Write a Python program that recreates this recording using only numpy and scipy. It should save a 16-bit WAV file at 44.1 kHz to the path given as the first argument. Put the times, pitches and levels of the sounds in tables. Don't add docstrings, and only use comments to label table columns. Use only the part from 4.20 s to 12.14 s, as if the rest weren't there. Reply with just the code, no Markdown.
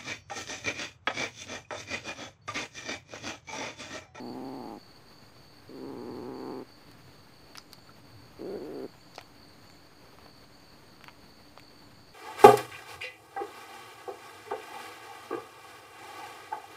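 import sys
import numpy as np
from scipy import signal
from scipy.io import wavfile
from scipy.ndimage import uniform_filter1d

SR = 44100
rng = np.random.default_rng(int(sys.argv[2]) if len(sys.argv) > 2 else 0)


def dump(signal):
    limited = np.clip(np.atleast_2d(signal).T, -1, 1)
    pcm = np.round(limited * 32767).astype(np.int16)
    wavfile.write(sys.argv[1], SR, pcm)


def convert_level_to_amplitude(level_db):
    exponent = np.asarray(level_db, float) / 20
    return 10 ** exponent


N = 350154


def rms_one(x):
    return x / np.sqrt(np.mean(x ** 2) + 1e-20)


def resonance(x, hz, width_hz):
    r = np.exp(-np.pi * width_hz / SR)
    top = np.array([1, 0, -1]) * (1 - r * r) / 2
    return signal.lfilter(top, [1, -2 * r * np.cos(2 * np.pi * hz / SR), r * r], x)


def double_resonance(x, hz, width_hz):
    return resonance(resonance(x, hz, width_hz), hz, width_hz)


def band(x, low_hz, high_hz):
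    return signal.sosfilt(signal.butter(2, [low_hz, high_hz], "band", fs=SR, output="sos"), x)


def drift(rate_hz):
    r = np.exp(-2 * np.pi * rate_hz / SR)
    wander = signal.lfilter([1], [1, -2 * r, r * r], rng.standard_normal(N + SR))
    return rms_one(wander[SR:])


# time_s, throat_db, pulse_rate_hz, nose_db (above the throat)
GROWL_1 = [
    (0.0, -40, 122.6, -10.5),
    (0.103, -39.5, 123.5, -10.5),
    (0.232, -39.5, 131.4, -8.5),
    (0.365, -40.5, 135.6, -7.5),
    (0.435, -41.5, 113.8, -5),
    (0.507, -41.5, 108.9, -3.5),
    (0.54, -41, 104.7, -4.5),
    (0.58, -43.5, 91, -10.5),
]
GROWL_2 = [
    (1.493, -46.5, 133.3, -20),
    (1.633, -39.5, 131.9, -12.5),
    (1.71, -39.5, 135.5, -9),
    (1.76, -39.5, 122.1, -11),
    (1.862, -38.5, 121.6, -10.5),
    (2.075, -39.5, 127.8, -9),
    (2.243, -39, 130.9, -7),
    (2.3, -37, 131.1, -7),
    (2.431, -39.5, 129.3, -11),
]
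GROWL_3 = [
    (4.192, -40, 129.2, -23),
    (4.24, -38, 130, -27),
    (4.256, -37, 165.8, -22),
    (4.302, -37.5, 203, -23),
    (4.318, -37, 180.2, -22),
    (4.342, -36.5, 219.8, -22),
    (4.405, -39, 140.2, -22),
    (4.49, -39, 154.8, -21),
    (4.664, -35.5, 118.2, -18.5),
]
# start_hz, end_hz
THROAT_GLIDES = [
    (284, 308),
    (340, 369),
    (365, 383),
]
# throat_width_hz, nose_hz, nose_width_hz, upper_hz, upper_db, pulse_rise_s, breath_db
MOUTHS = [
    (130, 818, 110, 1220, -17, 0.00039, -27.5),
    (193, 770, 320, 810, -5, 0.00095, -32),
    (193, 620, 120, 1410, -3, 0.0017, -30.5),
]
# nose_phase_rad, period_jitter (0-1), shimmer_db
LARYNXES = [
    (3.4, .038, 1.2),
    (.45, .057, 1.0),
    (.5, .052, 1.7),
]
REST_RATE_HZ, THROAT_PER_RATE = 145, 0.43


def growl(course, throat_ends, mouth, larynx):
    s, throat_db, rate, nose_db = np.transpose(course)
    throat_width, nose_hz, nose_width, upper_hz, upper_db, rise_s, breath_db = mouth
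    nose_phase, jitter, shimmer_db = larynx
    throat_hz = np.interp(s, s[[0, -1]], throat_ends) + THROAT_PER_RATE * (rate - REST_RATE_HZ)

    t = np.arange(s[0], s[-1], 1 / SR)
    cycles = np.cumsum(np.interp(t, s, rate)) / SR
    count = int(cycles[-1]) + 1
    chance = rng.standard_normal((200, 4))
    alternation = (-1) ** np.arange(count) * 0.5
    waver = signal.lfilter([.7], [1, -.75], chance[:count, 2])
    slip = jitter * (chance[:count, 0] + alternation + waver)
    pulse_times = np.interp(np.arange(count) + slip, cycles, t)

    age = np.arange(1200) / SR
    rise = 1 - np.exp(-age / rise_s)
    throat_decay, nose_decay = np.exp(-np.pi * throat_width * age), np.exp(-np.pi * nose_width * age)
    nose_ring = np.sin(2 * np.pi * nose_hz * age + nose_phase)
    nose_ring += convert_level_to_amplitude(upper_db) * np.sin(2 * np.pi * upper_hz * age)
    throat, nose = np.zeros((2, N + len(age)))
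    for when, (_, size, tune, nose_open) in zip(pulse_times, chance):
        i = int(when * SR)
        pulse = convert_level_to_amplitude(shimmer_db * size) * rise
        hz = np.interp(when, s, throat_hz) * (1 + .012 * tune)
        throat[i:i + len(age)] += pulse * throat_decay * np.sin(2 * np.pi * hz * age)
        nose[i:i + len(age)] += pulse * convert_level_to_amplitude(0.54 * nose_open) * nose_decay * nose_ring

    clock = np.arange(N) / SR
    inside = slice(int(s[0] * SR), int(s[-1] * SR))
    nose_level_db = np.interp(clock, s, nose_db)
    throat = throat[:N] / np.std(throat[inside])
    nose = nose[:N] / np.std(nose[inside]) * convert_level_to_amplitude(nose_level_db)

    blowing = uniform_filter1d(((clock > s[0]) & (clock < s[-1])) * 1., size=2000)
    airflow = blowing * convert_level_to_amplitude((nose_level_db - np.median(nose_db)) / 2)
    air = rng.standard_normal(N)
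    hiss = band(air, 1800, 17000) + convert_level_to_amplitude(16.0) * band(air, 520, 2530)
    breath = convert_level_to_amplitude(breath_db) * airflow * hiss
    return convert_level_to_amplitude(np.interp(clock, s, throat_db)) * (throat + nose + breath)


# pause_s (middle of the pause), phrase_db (phrase that follows)
CRICKET = [(-.1, -56), (0.178, -59.5), (0.535, -61.5), (0.824, -62.5), (1.112, -62), (1.442, -61.5),
           (1.734, -62.5), (2.105, -59.5), (2.437, -62.5), (2.774, -64.5), (3.09, -63.5), (3.463, -64),
           (3.806, -63.5), (4.137, -62.5), (4.507, -61.5), (4.768, -62.5), (5.112, -62), (5.376, -64),
           (5.716, -67), (5.96, -62), (6.287, -63.5), (6.628, -64.5), (6.97, -63.5), (7.334, -62),
           (7.706, -63.5)]
CRICKET_HZ, STROKES_PER_S, CRICKET_PAUSE_S = 4512, 64, .07
RASP_HZ, RASP_WIDTH_HZ, RASP_DB = 4350, 340, -9.5


def cricket():
    t = np.arange(N) / SR
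    pause, phrase_db = np.transpose(CRICKET)
    phrase = np.searchsorted(pause, t) - 1
    along = t - pause[phrase]
    to_next = np.append(pause[1:], 9)[phrase] - t
    from_pause = np.minimum(along, to_next) - CRICKET_PAUSE_S / 2
    gate = np.clip(from_pause / 0.009 + .5, .05, 1)
    stroke = np.cumsum(STROKES_PER_S * (1 + 0.0566 * drift(4.02))) / SR
    beat = (1 + .55 * np.sin(2 * np.pi * stroke)) * convert_level_to_amplitude(2.2 * drift(70))
    pitch_hz = CRICKET_HZ - 80 * (along - .17) + 38 * drift(150)
    tone = np.sin(2 * np.pi * np.cumsum(pitch_hz) / SR)
    rasp = rms_one(double_resonance(rng.standard_normal(N), RASP_HZ, RASP_WIDTH_HZ))
    return convert_level_to_amplitude(phrase_db[phrase]) * gate * rms_one(beat * (tone + convert_level_to_amplitude(RASP_DB) * rasp))


WHINE_HZ, WHINE_DB = 8365, -78.5


def whine():
    tone = np.sin(2 * np.pi * np.cumsum(WHINE_HZ + 22 * drift(30)) / SR)
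    return convert_level_to_amplitude(WHINE_DB + 1.7 * drift(58)) * rms_one(tone)


# pitch_hz, level_db (per Hz)
AIR = [(25, -16), (60, -6), (150, -3.5), (400, -8.5), (1000, -12), (2500, -19), (5000, -27), (7200, -41.5),
       (7800, -41), (10000, -33.5), (15500, -32.5)]
AIR_DB = -56


def room_air():
    edges = 22 * 2 ** np.arange(0, 9.7, 1 / 3)
    white = rng.standard_normal((2, N))
    hz, db = np.transpose(AIR)
    air = np.zeros(N)
    for k, (low, high) in enumerate(zip(edges, edges[1:])):
        band_db = np.interp(np.log(low * high) / 2, np.log(hz), db)
        air += convert_level_to_amplitude(band_db) * band(white[k % 2], low, high)
    return convert_level_to_amplitude(AIR_DB + 1.16 * drift(18)) * rms_one(air)


# pitch_hz, width_hz, level_db, flutter_db
STEADY = [
    (291.5, 14.3, -66, -0.7),
    (4330, 400, -69.5, 3),
    (4720, 190, -71.5, 4),
    (6554, 520, -75.5, 4.2),
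    (7080, 270, -86.5, -6.5),
]
FLUTTER_TOP_DB = 1.1


def fan_and_chorus():
    out = np.zeros(N)
    for hz, width_hz, db, flutter_db in STEADY:
        narrow = double_resonance(rng.standard_normal(N), hz, 1.36 * width_hz)
        out += convert_level_to_amplitude(db + min(flutter_db, FLUTTER_TOP_DB) * drift(2.4)) * rms_one(narrow)
    return out


# peak_s, peak_db, half_length_s
SWELLS = [
    (0.298, -70, 0.23),
    (1.95, -64, 0.67),
    (3.932, -57.5, 0.14),
    (5.947, -58.5, 0.053),
    (7.747, -60.5, 0.081),
]
RUMBLE_DB, RUMBLE_WANDER_DB = -69.5, 4.5


def rumble():
    t = np.arange(N) / SR
    gain = convert_level_to_amplitude(RUMBLE_DB + RUMBLE_WANDER_DB * drift(2.5))
    for s, db, half_s in SWELLS:
        gain += convert_level_to_amplitude(db) * np.exp(-((t - s) / half_s) ** 2)
    return gain * rms_one(band(rng.standard_normal(N), 91.3, 131))


# start_s, peak_db, knock_hz, crack_db, snap_db
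BITES = [(3.353, -27.5, 1210, -8, -23), (3.358, -37, 1760, -17, -22), (3.362, -45, 1700, -9, -9),
         (3.37, -49, 600, -10, -9), (4.737, -42, 840, -22, -20), (4.98, -26.5, 720, -6, -30),
         (4.989, -29.5, 1510, -21, -30), (5.011, -36, 930, -1.5, -7), (6.808, -38.5, 721, -6, -27),
         (6.841, -31.5, 1530, -15, -13), (6.881, -30, 890, -10, -33), (6.887, -40, 1150, -6, -33),
         (6.894, -37, 1250, -4, -33), (7.375, -29.5, 840, -12, -30), (7.396, -40, 1440, -3, -5)]
# start_s, peak_db, knock_hz, crack_db, snap_db
CLAWS = [(2.714, -42.5, 929, -1.5, -4), (3.373, -33, 1970, 1, -4), (3.38, -35, 1500, -4, -15),
         (3.3822, -25, 1190, -1, -32), (3.522, -46, 2900, -2, -20), (3.535, -45, 1300, -10, -8),
         (3.531, -31, 1470, -1.5, -6), (4.949, -39.5, 700, -1, -23), (4.957, -41, 783, 2.5, -5),
         (4.96, -46, 800, 7, -25), (4.967, -50, 880, 2, -22), (4.9805, -30, 886, -3, -35),
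         (5.499, -38.5, 1700, -18, -24), (5.985, -37.5, 910, -14, -28), (6.061, -39, 900, -21, -22)]
BITE_CRACK_HZ, CLAW_CRACK_HZ = 2450, 4250
KNOCK_T60_S, CRACK_T60_S, SNAP_T60_S = 0.011, 0.009, 0.005
CLICK_LAG_S = .0004
STRIKE = 3.5


def clicks(events, crack_hz):
    out, age = np.zeros(N + 2000), np.arange(2000) / SR
    t60 = np.array([[KNOCK_T60_S], [CRACK_T60_S], [SNAP_T60_S]])
    for s, peak_db, hz, crack_db, snap_db in events:
        grit = rng.standard_normal((3, len(age))) * convert_level_to_amplitude(-60 * age / t60)
        grit *= np.minimum(age / .0007, 1)
        grit[:2, 15] -= STRIKE
        knock = resonance(band(grit[0], 0.27 * hz, 3.6 * hz), hz, 0.77 * hz)
        crack = resonance(grit[1], crack_hz, 0.59 * crack_hz)
        crack = resonance(crack, crack_hz, 0.57 * crack_hz)
        snap = band(grit[2], 7500, 16200)
        knock_db = -3.0 - 2.4 * max(crack_db + 2.5, 0)
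        click = np.zeros(len(age))
        for db, part in ((knock_db, knock), (crack_db, crack), (snap_db, snap)):
            click += convert_level_to_amplitude(db) * part / abs(part).max()
        out[int((s + CLICK_LAG_S) * SR):][:len(age)] += convert_level_to_amplitude(peak_db) * click
    return out[:N]


# start_s, peak_db, pitch_hz, ring_out_s
TAPS = [
    (2.992, -47, 1240, 0.026),
    (3.692, -36.5, 1350, 0.023),
    (6.06, -27.5, 705, 0.01),
    (6.883, -44, 966, 0.06),
]
# start_s, peak_db, pitch_hz, ring_out_s
TICKS = [
    (2.7144, -55, 8390, 0.006),
    (3.3537, -34, 8770, 0.0053),
    (5.2844, -38, 8550, 0.0065),
    (6.6782, -42, 8600, 0.006),
]


def taps():
    out, age = np.zeros(N), np.arange(4000) / SR
    for s, peak_db, hz, t60_s in TAPS + TICKS:
        envelope = convert_level_to_amplitude(peak_db - 60 * age / t60_s) * np.minimum(age / 0.0023, 1)
        out[int(s * SR):][:len(age)] += envelope * np.sin(2 * np.pi * hz * age)
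    return out


ROOM_T60_S, VOICE_ROOM_DB, CLICK_ROOM_DB = 0.15, -24, -15.5


def room(x):
    age = np.arange(SR // 3) / SR
    tail = band(rng.standard_normal(len(age)), 110, 9000)
    tail *= convert_level_to_amplitude(-60 * age / ROOM_T60_S) * (age > .003)
    return signal.fftconvolve(x, tail / np.sqrt(np.sum(tail ** 2)))[:N]


MIC_LOW_HZ = 176


def scene():
    voice = np.zeros(N)
    for call in zip((GROWL_1, GROWL_2, GROWL_3), THROAT_GLIDES, MOUTHS, LARYNXES):
        voice += growl(*call)
    voice = signal.sosfilt(signal.butter(3, MIC_LOW_HZ, "high", fs=SR, output="sos"), voice)
    night = cricket() + whine() + room_air() + fan_and_chorus() + rumble()
    contacts = clicks(BITES, BITE_CRACK_HZ) + clicks(CLAWS, CLAW_CRACK_HZ) + taps()
    echoes = room(convert_level_to_amplitude(VOICE_ROOM_DB) * voice + convert_level_to_amplitude(CLICK_ROOM_DB) * contacts)
    return (voice + contacts + echoes + night)[None]


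def band_limit(x):
    return signal.sosfilt(signal.butter(12, 16360, fs=SR, output="sos"), x)


CUTOFF_HZ, OFFSET = 15550, -0.00097


def record(dry):
    low_pass = signal.ellip(10, .5, 30, CUTOFF_HZ, fs=SR, output="sos")
    mix = signal.sosfilt(low_pass, dry) + OFFSET
    return band_limit(mix)


dry = scene()
out = record(dry)
dump(out)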